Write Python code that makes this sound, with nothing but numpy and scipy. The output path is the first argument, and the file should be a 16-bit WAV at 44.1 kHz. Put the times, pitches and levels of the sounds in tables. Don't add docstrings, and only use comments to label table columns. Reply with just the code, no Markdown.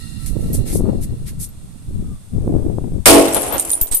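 import sys
import numpy as np
from scipy import signal
from scipy.fft import rfft, irfft, next_fast_len
from scipy.io import wavfile
from scipy.ndimage import map_coordinates

SR = 44100
rng = np.random.default_rng(int(sys.argv[2]) if len(sys.argv) > 2 else 0)


def waveform_to_disk(signal):
    frames = np.transpose(np.atleast_2d(signal))
    scaled = np.clip(frames, -1, 1) * 32767
    samples = np.round(scaled).astype(np.int16)
    wavfile.write(sys.argv[1], SR, samples)


N = 176400
BLAST_S, CLINK_RISE_S, WALL_T60_S = 3.0568, 0.0005, 0.13

# frequency_hz, level_db
CRACK_SPECTRUM = [(300, 2.5), (1000, 3.5), (1800, -2.5), (2600, -1), (3800, -4), (5200, -4), (7000, -5.5),
                  (8700, 6.5), (9800, 1), (11000, 1.5), (12500, -4.5), (14300, -6.5)]
TAIL_SPECTRUM = [(300, 3), (1000, 6.5), (1800, 3), (2700, 3.5), (3800, -6), (5200, -2.5), (7000, -2),
                 (8700, 3.5), (11000, -2.5), (14300, -25)]
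BOOM_SPECTRUM = [(25, -18), (100, -14), (200, -16.5), (300, -7), (500, -6.5), (720, -6.5), (900, -12.5),
                 (1100, -16.5), (1500, -31), (3000, -23), (8000, -66)]
ECHO_SPECTRUM = [(100, 2), (300, 0.5), (700, 5), (1100, -1.5), (1800, -12), (3500, -11.5), (8000, -37)]
# arrival_s, spread_s, level_db
HOUSE_ECHOES = [(3.284, 0.0047, -20), (3.372, 0.011, -17), (3.47, 0.034, -27.5), (3.552, 0.025, -20.5),
                (3.66, 0.03, -38.5)]
# pitch_hz, relative_db
WALL_MODES = [(237.8, -32.5), (286.4, -22), (334.3, -23.5), (380, -29), (425.5, -24.5), (472.2, -29),
              (519.6, -31), (567, -32), (659.6, -24.5), (821.7, -42), (1090, -39)]
# pitch_ratio, relative_db
SHARD_MODES = [(1, 1.5), (0.92, -19), (0.77, -12), (0.67, -17), (1.24, -13)]
# time_s, level_db, pitch_hz, left_minus_right_db
SHARD_IMPACTS = [(3.2177, -23, 9200, 0), (3.2575, -17, 11500, 8), (3.2826, -16, 8870, -15),
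                 (3.328, -14.5, 8200, -3), (3.3355, -11, 10600, 10), (3.346, -0.5, 10850, 9),
                 (3.3537, -18, 11200, 10), (3.3664, -11, 10700, 18), (3.3877, -15, 10500, 15),
                 (3.4111, -13.5, 11700, 5), (3.4196, -10.5, 11260, 9), (3.4314, -13.5, 10600, 7),
                 (3.5691, -18, 11800, 5), (3.5816, -9, 8600, -20), (3.5975, -6, 9030, -3),
                 (3.6531, -28, 8800, -8), (3.671, -27, 10500, 11), (3.6956, -13.5, 11200, 9),
                 (3.7037, -8, 8800, -13), (3.813, -9.5, 10860, 6), (3.9243, -13, 8500, -21),
                 (3.9345, -13, 8300, -18), (3.9672, -21, 8400, -12)]
# start_s, level_db, pitch_hz, t60_s, left_minus_right_db
SHARD_RINGS = [(3.2826, -24, 11900, .1, 10), (3.366, -23, 10600, 0.35, 12), (3.481, -24.5, 10580, 0.35, 4),
               (3.524, -16, 11950, 0.13, 15), (3.533, -24, 13150, .14, 9), (3.594, -11.5, 8870, .08, -8),
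               (3.597, -24, 13260, 0.12, 7), (3.6565, -25, 10700, 0.18, 8), (3.7142, -10.5, 9390, 0.13, -5),
               (3.715, -17.5, 12070, 0.11, 15), (3.7322, -9, 9430, 0.091, -3),
               (3.765, -26.5, 10560, .15, 10), (3.812, 0, 13520, 0.033, -0.5), (3.826, -13, 13800, .08, -7),
               (3.913, -16.5, 8450, 0.17, -24), (3.945, -12, 12090, 0.14, 7), (3.946, -9, 9320, .085, -11),
               (3.965, -10.5, 10430, .11, 17)]
# start_s, level_db
WALL_KNOCKS = [(3.2828, -18.5), (3.366, -20), (3.599, -28), (3.732, -23), (3.871, -33)]
# pitch_hz, bandwidth_hz, peak_db
BOTTLE_MODES = [(1329, 11, 13.5), (1900, 26, 9), (2771, 20, 12.5), (3590, 130, 2.5), (4086, 160, 5.5),
                (4360, 44, 9.5), (5060, 260, -0.5), (6700, 230, -2), (7600, 97, 3), (8500, 400, 2),
                (10800, 610, 2)]
# time_s, level_db
FUSE_LEVELS = [(0, -40), (.22, -44.5), (.38, -49.5), (.6, -47), (.85, -54), (1.6, -59.5), (3.0, -70)]
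# start_s, rise_s, hold_s, release_s, level_db, grit_relative_db
SHOE_SLIDES = [(0.176, 0.054, 0.017, .05, -42, -8), (0.2588, .003, 0.016, 0.085, -30.5, -13.5),
               (0.347, 0.07, 0.11, .1, -45, -8.5), (0.526, 0.017, 0.014, 0.062, -25.5, -21.5),
               (0.651, 0.029, 0.047, 0.068, -32, -8), (0.724, 0.022, 0.027, 0.056, -27.5, -32),
               (1.004, 0.032, 0.0087, 0.031, -32, -14), (1.253, 0.034, 0.0053, 0.041, -34.5, -5.5),
               (1.39, 0.021, 0.035, 0.042, -27, -23.5)]
# frequency_hz, level_db
GLASS_SPECTRUM = [(1000, -44), (3000, -17), (5500, -14.5), (7500, -1.5), (8800, 4), (11000, 1.5),
                  (12500, -5.5), (14300, -9)]
SOLE_SPECTRUM = [(2000, -55), (3500, -18.5), (6000, -9.5), (7500, -6.5), (8700, 2), (9700, -3), (11000, 3),
                 (12500, -7), (14300, -11)]
GRIT_SPECTRUM = [(600, -13), (1300, -7), (2100, 2.5), (3000, -3), (4200, 1.5), (6500, -1.5), (10000, -12)]
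RUB_SPECTRUM = [(100, -3), (400, 4), (1500, -6.5), (2700, -5), (4000, 0), (5500, -4), (9000, -2.5)]
# start_s, relative_pressure, push_s, rub_db, rub_s
HAND_JERKS = [(3.8166, -0.27, 0.014, -32, 0.0019), (3.913, 0.15, 0.032, -25, 0.014)]
# time_s, rumble_relative_db, eddy_relative_db
WIND_LEVELS = [(0.0, -26, -60), (0.01, -33.5, -65), (0.23, -30, -69), (0.3, -26, -48.5), (0.52, -21.5, -31),
               (0.57, -22, -41), (0.6, -18, -35), (0.63, -26.5, -39), (0.9, -23, -26.5), (1.07, -27.5, -48),
               (1.14, -26, -42.5), (1.16, -34, -49.5), (1.4, -30, -56.5), (1.48, -38.5, -61.5),
               (1.84, -38.5, -67), (1.88, -33.5, -81), (1.91, -28, -41), (1.93, -26, -71),
               (1.96, -27.5, -47.5), (2.12, -26, -53), (2.2, -45.5, -80), (2.29, -46, -72),
               (2.339, -22, -41.5), (2.57, -24.5, -29), (2.999, -26, -41), (3.04, -41, -75)]
# time_s, left_minus_right_db
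WIND_BALANCE = [(.35, -17), (.52, 4), (.61, -13.5), (.87, 12.5), (1.1, 1.5), (1.5, -1), (1.75, -10.5),
                (1.95, 4.5), (2.2, 1), (2.35, 8.5), (2.48, -1.5), (2.62, 11.5), (3.0, 7.5)]
# time_s, relative_db
WIND_PUFFS = [(0.368, -16.5), (0.808, -11), (2.478, -10.5), (2.527, -14.5), (2.552, -9), (2.564, -10),
              (2.785, -12.5), (2.921, -20)]
# frequency_hz, level_db
RUMBLE_SPECTRUM = [(15, 1.5), (40, -1), (110, -2), (200, -8), (320, -21), (600, -51), (1200, -49),
                   (3000, -100)]
EDDY_SPECTRUM = [(60, -23), (180, 1.5), (300, 3), (500, -6), (800, -21), (1300, -42.5), (2500, -50),
                 (5000, -97)]
FINE_EDDY_SPECTRUM = [(300, -32), (550, 4.5), (750, -7.5), (1100, -8), (1600, -24), (3000, -46)]
# time_s, pitch_hz, level_db
SQUEAL_GLIDE = [(1.98, 1280, -75), (2.059, 1273, -60), (2.15, 1160, -54), (2.22, 1130, -71)]
# start_s, level_db
HIGH_TICKS = [(.531, -21), (1.489, -37)]
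# frequency_hz, level_db
HISS_SPECTRUM = [(500, -4), (1300, -8), (1800, -12), (2700, -11.5), (3100, -14), (3500, -6.5), (4000, -13),
                 (6200, -11.5), (7500, -9), (8630, 0), (9800, -9), (11100, -6), (12500, -16), (14300, -20)]
TRAFFIC_SPECTRUM = [(30, 15.5), (200, -11.5), (700, 0), (1400, -35), (3000, -21)]


def blast():
    t = clock()
    age = np.maximum(t - BLAST_S, 0)
    crack = between_walls(noise(CRACK_SPECTRUM, shared=0.062))
    crack *= amp(1 - 148 * np.maximum(age - 0.011, 0))
    tail = between_walls(noise(TAIL_SPECTRUM)) * amp(-19.5 - 34 * age)
    boom = between_walls(noise(BOOM_SPECTRUM, shared=0.28))
    boom *= blast_decay(level_db=-9.5, fall_db_per_s=270, tail_db=-14, tail_db_per_s=37.2, rise_s=0.0046)
    ragged_attack = (1 - np.exp(-age / 0.00061)) * amp(2.7 * wobble(250))
    echoes = sum(amp(db) * np.exp(-0.5 * ((t - s) / spread_s) ** 2) for s, spread_s, db in HOUSE_ECHOES)
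    return (crack + tail) * ragged_attack + boom + echoes * noise(ECHO_SPECTRUM, shared=0.19)


def between_walls(x, round_trip_s=0.0211, reflected=0.34):
    return unit(filtered(x, lambda hz: 1 / (1 - reflected * np.exp(-2j * np.pi * hz * round_trip_s))))


def standing_waves():
    age = clock() - BLAST_S
    modes = sum(amp(db) * np.sin(2 * np.pi * (hz * age + rng.random()) + 0.38 * wobble(15))
                for hz, db in WALL_MODES)
    decay = blast_decay(level_db=13.5, fall_db_per_s=159, tail_db=0.5, tail_db_per_s=36.5, rise_s=0.037)
    return modes * decay


def blast_decay(level_db, fall_db_per_s, tail_db, tail_db_per_s, rise_s, hold_s=0.13):
    age = np.maximum(clock() - BLAST_S, 0)
    early = amp(level_db - fall_db_per_s * np.maximum(age - hold_s, 0))
    late = amp(tail_db - tail_db_per_s * age)
    return np.hypot(early, late) * (1 - np.exp(-age / rise_s))


def bottle_burst(count=140, low_hz=2100, high_hz=10500, mean_t60_s=0.42):
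    t, out = clock(SR * 3 // 4), np.zeros((2, N))
    for pitch, life, strength, left_phase, right_phase in rng.random((count, 5)):
        hz = low_hz + (high_hz - low_hz) * pitch ** 1.3
        ring = np.sin(2 * np.pi * (hz * t + np.array([[left_phase], [right_phase]])))
        add(out, BLAST_S, strength * ring * amp(-60 * t / (mean_t60_s * (0.5 + life))))
    return amp(-11) * out * np.sqrt(6 / count)


def shard_collisions(count=70, span_s=0.2):
    out = np.zeros((2, N))
    for when, pitch, softness, side in rng.random((count, 4)):
        age = when * span_s
        gain = panned(24 * (side - 0.5)) * amp(-9 - 65 * age - 10 * softness)
        add(out, BLAST_S + age, gain * clink(4500 + 7000 * pitch))
    return out


def clink(hz):
    t = clock(SR // 100)
    modes = sum(amp(db) * np.sin(2 * np.pi * (hz * ratio * t + rng.random((2, 1))))
                for ratio, db in SHARD_MODES)
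    return modes * t / CLINK_RISE_S * np.exp(1 - t / CLINK_RISE_S)


def shard_impacts(knock_t60_s=0.028):
    t = clock(SR // 4)
    clinks, knock_power, wash_power = np.zeros((3, 2, N))
    for s, db, hz, side_db in SHARD_IMPACTS:
        add(clinks, s - CLINK_RISE_S, panned(side_db) * amp(db) * clink(hz))
        add(knock_power, s - CLINK_RISE_S, (panned(0) * amp(db - 15.5 - 60 * t / knock_t60_s)) ** 2)
        add(wash_power, s, (panned(side_db / 2) * amp(db - 13 - 60 * t / WALL_T60_S)) ** 2)
    knocks = np.sqrt(knock_power) * noise(RUB_SPECTRUM)
    return clinks + knocks + np.sqrt(wash_power) * noise(GLASS_SPECTRUM)


def wall_knocks(pitch_hz=3860, t60_s=0.06):
    t, out = clock(SR // 10), np.zeros((2, N))
    direct = t == 0
    for s, db in WALL_KNOCKS:
        walls = rng.standard_normal((2, len(t))) * amp(-60 * t / t60_s) / 40
        add(out, s, amp(db) * signal.fftconvolve(clink(pitch_hz), direct + walls, axes=1))
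    return out


def ringing_shards(split_spread_hz=176, tumble_rad=0.55, knots_per_s=200):
    t = clock(SR // 3)
    rings, skid_power = np.zeros((2, 2, N))

    def mode(hz):
        phase = 2 * np.pi * (hz * t + rng.random((2, 1)) / 2)
        knots = rng.standard_normal((2, knots_per_s))
        tumble = np.array([map_coordinates(row, [t * knots_per_s]) for row in knots])
        return np.sin(phase + tumble_rad * tumble)

    for s, db, hz, t60_s, side_db in SHARD_RINGS:
        envelope = amp(db - 60 * t / t60_s) * (1 - np.exp(-t / 0.00085))
        ring = envelope * (mode(hz) + 0.52 * mode(hz + split_spread_hz * rng.standard_normal()))
        walls = rng.standard_normal((2, len(t))) * amp(-60 * t / WALL_T60_S)
        reverb = signal.fftconvolve(ring, walls, axes=1)[:, :len(t)]
        add(rings, s, panned(side_db) * (ring + 0.5 * ring.std() * unit(reverb)))
        add(skid_power, s, (panned(side_db) * envelope) ** 2)
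    roughness = amp(2.5 * wobble(220))
    return rings * roughness + amp(-11) * np.sqrt(skid_power) * noise(GLASS_SPECTRUM)


def splinters(flight_s=0.38, hits_per_s=120, t60_s=0.041):
    age = clock() - BLAST_S - flight_s
    hits = (rng.random(N) < hits_per_s / SR) * amp(3.3 * rng.standard_normal(N))
    tick_decay = amp(-60 * clock(SR // 50) / t60_s)
    patter = unit(signal.fftconvolve(hits, tick_decay)[:N])
    fade = (age > 0) * amp(-29 - 9.3 * np.maximum(age, 0))
    return fade * patter * noise(GLASS_SPECTRUM)


def fuse():
    def bottle(hz):
        return sum((-1) ** k * amp(db) * 1j * hz * width / (centre ** 2 - hz ** 2 + 1j * hz * width)
                   for k, (centre, width, db) in enumerate(BOTTLE_MODES))

    envelope = amp(curve(FUSE_LEVELS) + 1.1 * wobble(39.3))
    return envelope * unit(filtered(rng.standard_normal((2, N)), bottle))


def shoe_scuffs():
    t, out = clock(), 0
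    swish, grit = noise(SOLE_SPECTRUM, shared=0.063), noise(GRIT_SPECTRUM, shared=0.13)
    for s, rise_s, hold_s, release_s, db, grit_db in SHOE_SLIDES:
        fall_db = 25 * np.maximum(t - s - rise_s - hold_s, 0) / release_s
        envelope = np.clip((t - s) / rise_s, 0, 1) * amp(db - fall_db)
        out += envelope * (swish + amp(grit_db) * grit)
    return panned(1) * out * amp(1.2 * wobble(300))


def handling():
    friction, out = noise(RUB_SPECTRUM, shared=0.32), 0
    for s, pressure, push_s, rub_db, rub_s in HAND_JERKS:
        age = np.maximum(clock() - s, 0)
        push_age, rub_age = age / push_s, age / rub_s
        swing = (1 - np.exp(-age / 0.0018)) * (1 - push_age / 3) * np.exp(-push_age / 2)
        rub = amp(rub_db) * rub_age * np.exp(1 - rub_age) * friction
        out += panned(15) * pressure * swing + rub
    return out


def wind(lull_db_per_s=15):
    s, rumble_db, eddy_db = np.transpose(WIND_LEVELS)
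    t = clock()
    lull_db = lull_db_per_s * np.maximum(t - BLAST_S, 0)
    rumble = unit(noise(RUMBLE_SPECTRUM) * amp(2.65 * wobble(45)))
    rumble *= amp(np.interp(t, s, rumble_db) + 5 - lull_db)
    eddies = unit(noise(EDDY_SPECTRUM) * amp(6.45 * wobble(120)))
    eddies *= amp(np.interp(t, s, eddy_db) + 9 - lull_db)
    side_db = curve(WIND_BALANCE)
    sides = amp([side_db / 2, -side_db / 2])
    return (rumble + eddies + puffs()) * sides / np.sqrt(np.mean(sides ** 2, axis=0))


def puffs(typical_width_s=0.0011):
    out = np.zeros((2, N))
    for s, db in WIND_PUFFS:
        width_s = typical_width_s * np.exp(0.15 * rng.standard_normal((2, 1)))
        offset = (clock() - s) / width_s
        skew = rng.uniform(-0.18, 0.27, (2, 1)) * (1 - 3 * offset ** 2) / (1 + offset ** 2)
        out += 3 * amp(db) * (offset + skew) / (1 + offset ** 2) ** 2
    return out


def fine_eddies(strong_gust_db=-24.5):
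    s, _, eddy_db = np.transpose(WIND_LEVELS)
    excess_db = np.interp(clock(), s, eddy_db) - strong_gust_db
    return unit(noise(FINE_EDDY_SPECTRUM) * amp(3.6 * wobble(130))) * amp(-29.5 + 3.04 * excess_db)


def distant_squeal():
    t = clock()
    s, hz, db = np.transpose(SQUEAL_GLIDE)
    phase = 2 * np.pi * np.cumsum(np.interp(t, s, hz)) / SR
    return amp(np.interp(t, s, db, left=-120, right=-120)) * np.sin(phase + wobble(80))


def high_ticks(pitch_hz=11900, t60_s=0.05):
    t = clock()
    envelope = sum((t > s) * amp(db - 60 * np.abs(t - s) / t60_s) for s, db in HIGH_TICKS)
    return envelope * np.sin(2 * np.pi * pitch_hz * t + wobble(300))


def background():
    hiss = amp(-50.5) * panned(-2) * noise(HISS_SPECTRUM, shared=0.072)
    return hiss + amp(-59) * noise(TRAFFIC_SPECTRUM, shared=0.57)


def amp(db):
    return 10 ** (np.asarray(db) / 20)


def unit(x):
    return x / np.sqrt(np.mean(x ** 2) + 1e-20)


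def clock(samples=N):
    return np.arange(samples) / SR


def curve(rows):
    return np.interp(clock(), *np.transpose(rows))


def wobble(knots_per_s):
    knots = rng.standard_normal((2, int(N * knots_per_s / SR) + 4))
    return np.array([map_coordinates(row, [clock() * knots_per_s]) for row in knots])


def filtered(x, response):
    size = next_fast_len(N + SR // 2)
    return irfft(rfft(x, size) * response(np.fft.rfftfreq(size, 1 / SR)), size)[..., :N]


def noise(spectrum, shared=0):
    white = rng.standard_normal((3, N))
    stereo = np.sqrt(1 - shared) * white[:2] + np.sqrt(shared) * white[2]
    points_hz, db = np.transpose(spectrum)
    return unit(filtered(stereo, lambda hz: amp(np.interp(np.log(hz + 1), np.log(points_hz + 1), db))))


def panned(side_db):
    return unit(amp([[side_db / 2], [-side_db / 2]]))


def add(out, start_s, sound):
    part = out[:, round(start_s * SR):][:, :sound.shape[1]]
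    part += sound[:, :part.shape[1]]


def scene():
    ambience = wind() + fine_eddies() + background()
    lead_up = fuse() + shoe_scuffs() + distant_squeal() + high_ticks()
    explosion = blast() + bottle_burst() + shard_collisions() + standing_waves()
    falling_glass = shard_impacts() + wall_knocks() + ringing_shards() + splinters()
    return explosion + falling_glass + lead_up + handling() + ambience


def record(dry, cutoff_hz=14300):
    saturated = dry / (1 + np.abs(dry) ** 6) ** (1 / 6)
    return filtered(saturated, lambda hz: np.clip((cutoff_hz - hz) / 400 + 0.5, 0, 1))


dry = scene()
out = record(dry)
waveform_to_disk(out)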